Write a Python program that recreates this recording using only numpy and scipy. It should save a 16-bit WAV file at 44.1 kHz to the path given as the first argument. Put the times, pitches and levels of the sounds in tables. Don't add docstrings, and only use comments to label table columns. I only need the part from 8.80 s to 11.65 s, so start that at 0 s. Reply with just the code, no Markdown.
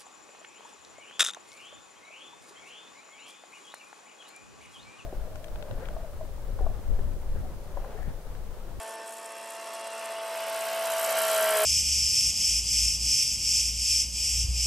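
import sys
import numpy as np
from scipy import signal
from scipy.fft import rfft, irfft
from scipy.io import wavfile
from scipy.ndimage import uniform_filter1d, map_coordinates

SR = 44100
rng = np.random.default_rng(int(sys.argv[2]) if len(sys.argv) > 2 else 0)


def gain_from_db(level_db):
    decades = np.asarray(level_db, float) / 20
    return 10 ** decades


def persist_wave(psi):
    counts = np.round(np.clip(psi, -1, 1) * 32767).astype(np.int16)
    wavfile.write(sys.argv[1], SR, np.atleast_2d(counts).T)


N = 125685
GEAR = 7 / 24


def unit(x):
    return x / np.sqrt(np.mean(x ** 2) + 1e-20)


def even_out(noise, window):
    power = uniform_filter1d(np.mean(noise ** 2, axis=0), size=window)
    return noise / np.sqrt(np.abs(power))


def along(points, hz):
    f, v = np.transpose(points)
    return np.interp(np.log(hz + 1), np.log(f + 1), v, left=v[0], right=v[-1])


def curve(rows):
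    return np.interp(np.arange(N) / SR, [r[0] for r in rows], [r[-1] for r in rows])


def wobble(rate):
    knots = rng.standard_normal(int(N * 40 / SR) + 4)
    return map_coordinates(knots, [np.arange(N) * min(rate, 40) / SR])


# frequency_hz, likeness (1 = same left and right)
COHERENCE = [(60, 0.77), (180, 0.96), (550, 0.89), (1650, 0.91), (4970, 0.9), (15000, 0.87)]


def shaped(gain_db, patchy_db, size):
    hz, t, z = signal.stft(rng.standard_normal((2, N)), SR, nperseg=size)
    patches = uniform_filter1d(rng.standard_normal(z.shape[1:]), size=8, axis=0)
    patches = uniform_filter1d(patches, size=4, axis=1)
    turn = np.arccos(np.clip(along(COHERENCE, hz), -1, 1))[:, None] / 2
    gain = gain_from_db(gain_db(hz[:, None], t / t[-1]) + patchy_db * unit(patches))
    z = z * gain * [np.cos(turn), np.sin(turn)]
    mid, side = signal.istft(z, nperseg=size)[1][:, :N]
    return np.array([mid + side, mid - side])


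def tone(cycles, db, unsteady_db, drift=0.15):
    level = np.sqrt(2) * gain_from_db(db + unsteady_db * wobble(9.07))
    return -level * np.cos(2 * np.pi * (cycles + drift * wobble(6.46)))


# order, level_db, growth (dB per dB nearness), unsteady_db, banking_change_db
TAIL = [(1, -64.5, .55, 1.2, 0), (2, -58, 0, 2.1, 15), (3, -36, 1, .6, 0), (4, -46, .35, 1.2, -2),
        (5, -50.5, .6, 1.5, -1), (6, -63, .7, 2.5, 3), (7, -58, .8, 1.8, -7), (8, -59, -.1, 1.6, 11),
        (9, -62, 1.1, 2, -2), (10, -66, 1.4, 2.2, 1), (11, -70, 1.3, 2, 6), (12, -59, .1, 1.6, 5),
        (14, -66, .5, 2, 0), (15, -63, .5, 2, 0)]


def tail_rotor(turns, near_db):
    bank = np.clip((np.arange(N) / SR - 2.11) / 0.61, 0, 1)
    return sum(tone(order * turns, db + growth * near_db + change * bank, unsteady, drift=order / 100)
               for order, db, growth, unsteady, change in TAIL)


# tail_order, main_blade_passes_added, level_db, growth (dB per dB nearness)
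CHOP = [(2, 1, -62, 1.2), (3, 1, -55, 1.4), (4, 1, -56, 1.15), (5, 1, -58, 1.5), (6, 1, -58, 1.75),
        (7, 1, -57.5, 1.75), (8, 1, -63, 1.1), (9, 1, -64, 1.2), (3, 2, -65, 1.6), (6, 2, -62, 1.2),
        (4, 2, -58, .75), (5, 2, -58, .6), (3, .25, -57, 1.05)]


def wake_chop(turns, near_db):
    lag = 0.449
    return sum(tone((order + passes * GEAR) * turns - lag * order, db + growth * near_db, 2.3, drift=0.09)
               for order, passes, db, growth in CHOP)


# start_s, level_db
LOAD = [(0.0, -47), (0.14, -49), (0.2, -56.5), (0.32, -45), (0.42, -50.5), (0.55, -51.5), (0.75, -49.5),
        (0.95, -51.5), (1.15, -49.5), (1.4, -52), (1.6, -45.5), (1.85, -42), (2.0, -41), (2.2, -35),
        (2.33, -34), (2.5, -31), (2.68, -34), (2.85, -29.5)]
# frequency_hz, level_db_per_hz
HISS = [(3000, -15), (5500, -8), (7800, 3), (9200, 1.5), (11000, 2), (12500, 3), (14000, -2), (15000, -15)]
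# frequency_hz, sweep_sharpness, then level_db of each of the four blades
SPANS = [
    (7200, 1.1, 0.5, 0.55, -2, -0.5),
    (10050, 1.48, -0.063, -0.62, 1.5, 0.046),
    (13300, 1.7, 0.98, 1.1, -1.5, -0.5),
]
# start_s, lag_blade_passes
SLANT = [(0, .08), (1.2, .04), (1.5, -.15), (2.85, -.17)]


def blade_hiss(passes, size_db):
    def colour(hz, go):
        distance = np.clip((0.55 - go) / 0.15, 0, 1)
        return along(HISS, hz) - 15 * distance * (hz / 14000) ** 4
    spectrum = rfft(even_out(shaped(colour, patchy_db=2, size=256), SR // 5))
    hz, out = np.fft.rfftfreq(N, 1 / SR), 0
    centres_hz = [r[0] for r in SPANS]
    for i, (_, sharp, *blades_db) in enumerate(SPANS):
        part = irfft(spectrum * np.interp(hz, centres_hz, np.arange(3) == i), N)
        heard = passes - (i - 1) * curve(SLANT)
        index = np.round(heard).astype(int)
        draws = rng.standard_normal((400, 2))
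        angle = 2 * np.pi * (heard - index + 0.019 * draws[index, 0])
        sweep = unit(np.exp(sharp * (np.cos(angle) - 1) / 2))
        pass_db = size_db + np.resize(blades_db, 400) + 1.3 * draws[:, 1]
        out = out + gain_from_db(uniform_filter1d(pass_db[index], size=90)) * sweep * part
    return gain_from_db(curve(LOAD) - 1) * out


# start_s, peak_db
CRACKS = [(1.3464, -31), (1.5508, -20), (1.7848, -23), (1.9868, -23), (2.019, -19), (2.0492, -21),
          (2.2367, -22), (2.301, -21), (2.3792, -17), (2.586, -17), (2.6044, -15), (2.6508, -18),
          (2.764, -12), (2.7969, -15)]


def blade_slap(blades, near_db):
    draws = rng.standard_normal((400, 2))
    at = np.flatnonzero(np.diff(np.floor(blades)))
    late = (draws[:len(at), 0] * 40).astype(int)
    kicks, cracks = np.zeros(N), np.zeros(N)
    cracks[[round(s * SR) + 20 for s, _ in CRACKS]] = [gain_from_db(db - 4) for _, db in CRACKS]
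    kicks[np.clip(at + late, 0, N - 1)] = gain_from_db(2 * draws[:len(at), 1])
    u = np.pi * 1500 * np.arange(-64, 65) / SR
    pulse = (2 * u ** 2 - 1) * np.exp(-u ** 2)
    return np.convolve(gain_from_db(-37 + 1.4 * near_db) * kicks + cracks, pulse, "same")


def blade_whistle(blades, size_db):
    into = blades % 4 - 0.98
    hz = 5650 + 4250 * np.clip(into, 0, 1.3)
    strength_db = 1.3 * size_db[4 * (blades // 4).astype(int) + 2]
    shape = np.exp(-((into - 0.65) / 0.22) ** 2) * (np.arange(N) / SR < 1.36)
    breath = 1 + 0.61 * unit(uniform_filter1d(rng.standard_normal(N), size=40))
    level = gain_from_db(curve(LOAD) + 1 + strength_db)
    return level * shape * breath * np.sin(2 * np.pi * np.cumsum(hz) / SR)


# order, level_db, growth (dB per dB nearness), unsteady_db
MOTOR = [(1.537, -67, .1, 1.2), (2.5, -61, .15, 2.1), (4.5, -64, .2, 2.1), (12.5, -66, .1, 1.5),
         (24.01, -66, .1, 1.2), (24.52, -65, .4, 1.2)]


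def motor(turns, near_db):
    return sum(tone(order * turns + rng.random(), db + growth * near_db, unsteady, drift=0.089)
               for order, db, growth, unsteady in MOTOR)


# order, centre_s, width_s, level_db
GLINTS = [
    (2.5, .85, .25, -59),
    (12.5, 1.05, .5, -58),
    (12, 1.12, .12, -58),
    (36.93, 1.75, .45, -56),
    (36.93, .9, .4, -64),
    (8, .1, .25, -59),
    (24.01, .6, .8, -66),
    (36.95, 1.47, .05, -55),
    (36.83, 1.85, .3, -61),
    (37.06, 2.7, .2, -53),
]


def drive_glints(turns):
    t = np.arange(N) / SR
    return sum(np.exp(-((t - s) / width) ** 2) * tone(order * turns, db, 0.96, drift=0.29)
               for order, s, width, db in GLINTS)


def gust_puff():
    t = np.arange(N) / SR
    return gain_from_db(-41) * np.exp(-((t - 0.299) / 0.004) ** 2) * np.sin(2 * np.pi * 680 * t)


# frequency_hz, level_db_per_hz
FAR_AIR = [(53, -73), (90, -38.5), (667, -16.5), (793, -17.5), (883, -19.5), (2230, -25.5), (10100, -34.5),
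           (12800, -52), (15500, -80)]
# frequency_hz, level_db_per_hz
NEAR_AIR = [(53, -99), (90, -44), (170, -56.5), (586, -8), (639, -10.5), (793, -14), (3660, -11.5),
            (12500, -31), (15500, -70)]
# start_hz, end_hz, width_hz, depth_db (negative = peak)
NOTCHES = [(778, 852, 38, 17.5), (1250, 2110, 54, 19), (2740, 3080, 186, -3.5), (2070, 2540, 59, 5.5),
           (2750, 3570, 114, 7), (3290, 3910, 240, -0.5), (3690, 3710, 200, 7), (4210, 4280, 170, 5),
           (4640, 4540, 76, 4.5), (5100, 5040, 130, 5), (5450, 4900, 100, -4), (1230, 1800, 290, -1),
           (6660, 6860, 430, 7)]


def air(near_db):
    def colour(hz, go):
        flat = (1 - go) * along(FAR_AIR, hz) + go * along(NEAR_AIR, hz)
        return flat - sum(db * np.exp(-((hz - a - (b - a) * go) / w) ** 2) for a, b, w, db in NOTCHES)
    noise = even_out(shaped(colour, patchy_db=1.37, size=1024), SR // 3)
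    return gain_from_db(-40 + 0.71 * near_db + 0.62 * wobble(6.3)) * noise


# start_s, pitch_hz
SPEED = [(0.0, 221.64), (0.15, 222.43), (0.4, 223.61), (0.7, 223.32), (1.0, 222.81), (1.3, 221.94),
         (1.55, 220.34), (1.8, 220.06), (2.05, 220.81), (2.25, 219.26), (2.45, 217.01), (2.65, 214.43),
         (2.85, 211.41)]
# start_s, level_db
NEAR = [(0, -43.5), (0.15, -44.5), (0.35, -47), (0.6, -46), (0.9, -43), (1.2, -40), (1.5, -37),
        (1.8, -34.5), (2.1, -31), (2.3, -29.5), (2.5, -27.5), (2.7, -27), (2.85, -26)]
# start_s, offset_blade_passes
HEADING = [(0, -.12), (.25, -.11), (.6, .05), (.9, .03), (1.25, .17), (1.5, -.28), (2, -.21), (2.6, -.52),
           (2.85, -.55)]
BLADES_DB = [-0.5, 0.79, 1.3, 0.22]
# start_s, level_db
SWISHES = [(0.172, -12), (0.279, 4.5), (0.355, -2), (0.462, 6), (0.54, -5), (0.706, 4.5), (0.785, -4),
           (0.846, -2), (0.938, 6.5), (0.951, 7), (1.031, -11), (1.075, 4.5), (1.091, -8), (1.196, 3.5),
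           (1.258, 8), (1.322, 5), (1.403, -14), (1.653, -12), (1.716, -14), (1.824, 2.5), (2.089, -6),
           (2.152, -5), (2.247, 3.5), (2.261, 2), (2.34, -5), (2.358, -4), (2.388, 4.5), (2.707, 5),
           (2.772, 3.5), (2.848, 0)]


def scene():
    turns = np.cumsum(curve(SPEED)) / SR
    blades = GEAR * turns
    near_db = curve(NEAR) + 36
    passes = blades + curve(HEADING)
    size_db = np.resize(BLADES_DB, 400) + 0.7 * rng.standard_normal(400)
    gusty = [round(passes[min(int(s * SR), N - 1)]) for s, _ in SWISHES]
    size_db[gusty] = [db for _, db in SWISHES]
    point = tail_rotor(turns, near_db) + wake_chop(turns, near_db)
    point = point + motor(turns, near_db) + drive_glints(turns) + gust_puff()
    point = point + blade_whistle(blades, size_db) + blade_slap(blades, near_db)
    balance = gain_from_db([[-0.15], [0.15]])
    return (point + air(near_db) + blade_hiss(passes, size_db)) * balance


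def low_pass(x):
    return signal.sosfilt(signal.butter(12, 15750, fs=SR, output="sos"), x)


def record(dry):
    hz, _, z = signal.stft(dry, SR, nperseg=1024)
    treble = np.mean(np.abs(z[:, (hz > 9000) & (hz < 13000)]) ** 2, axis=(0, 1))
    treble_db = 10 * np.log10(uniform_filter1d(treble, size=3) + 1e-20)
    edge_hz = 14450 + 62 * (treble_db - treble_db.mean())
    low_cut = 1 / (1 + (140 / (hz[:, None] + 1)) ** 4)
    kept = signal.istft(z * (hz[:, None] < edge_hz) * low_cut, SR, nperseg=1024)[1][:, :N]
    return low_pass(kept)


dry = scene()
out = record(dry)
persist_wave(out)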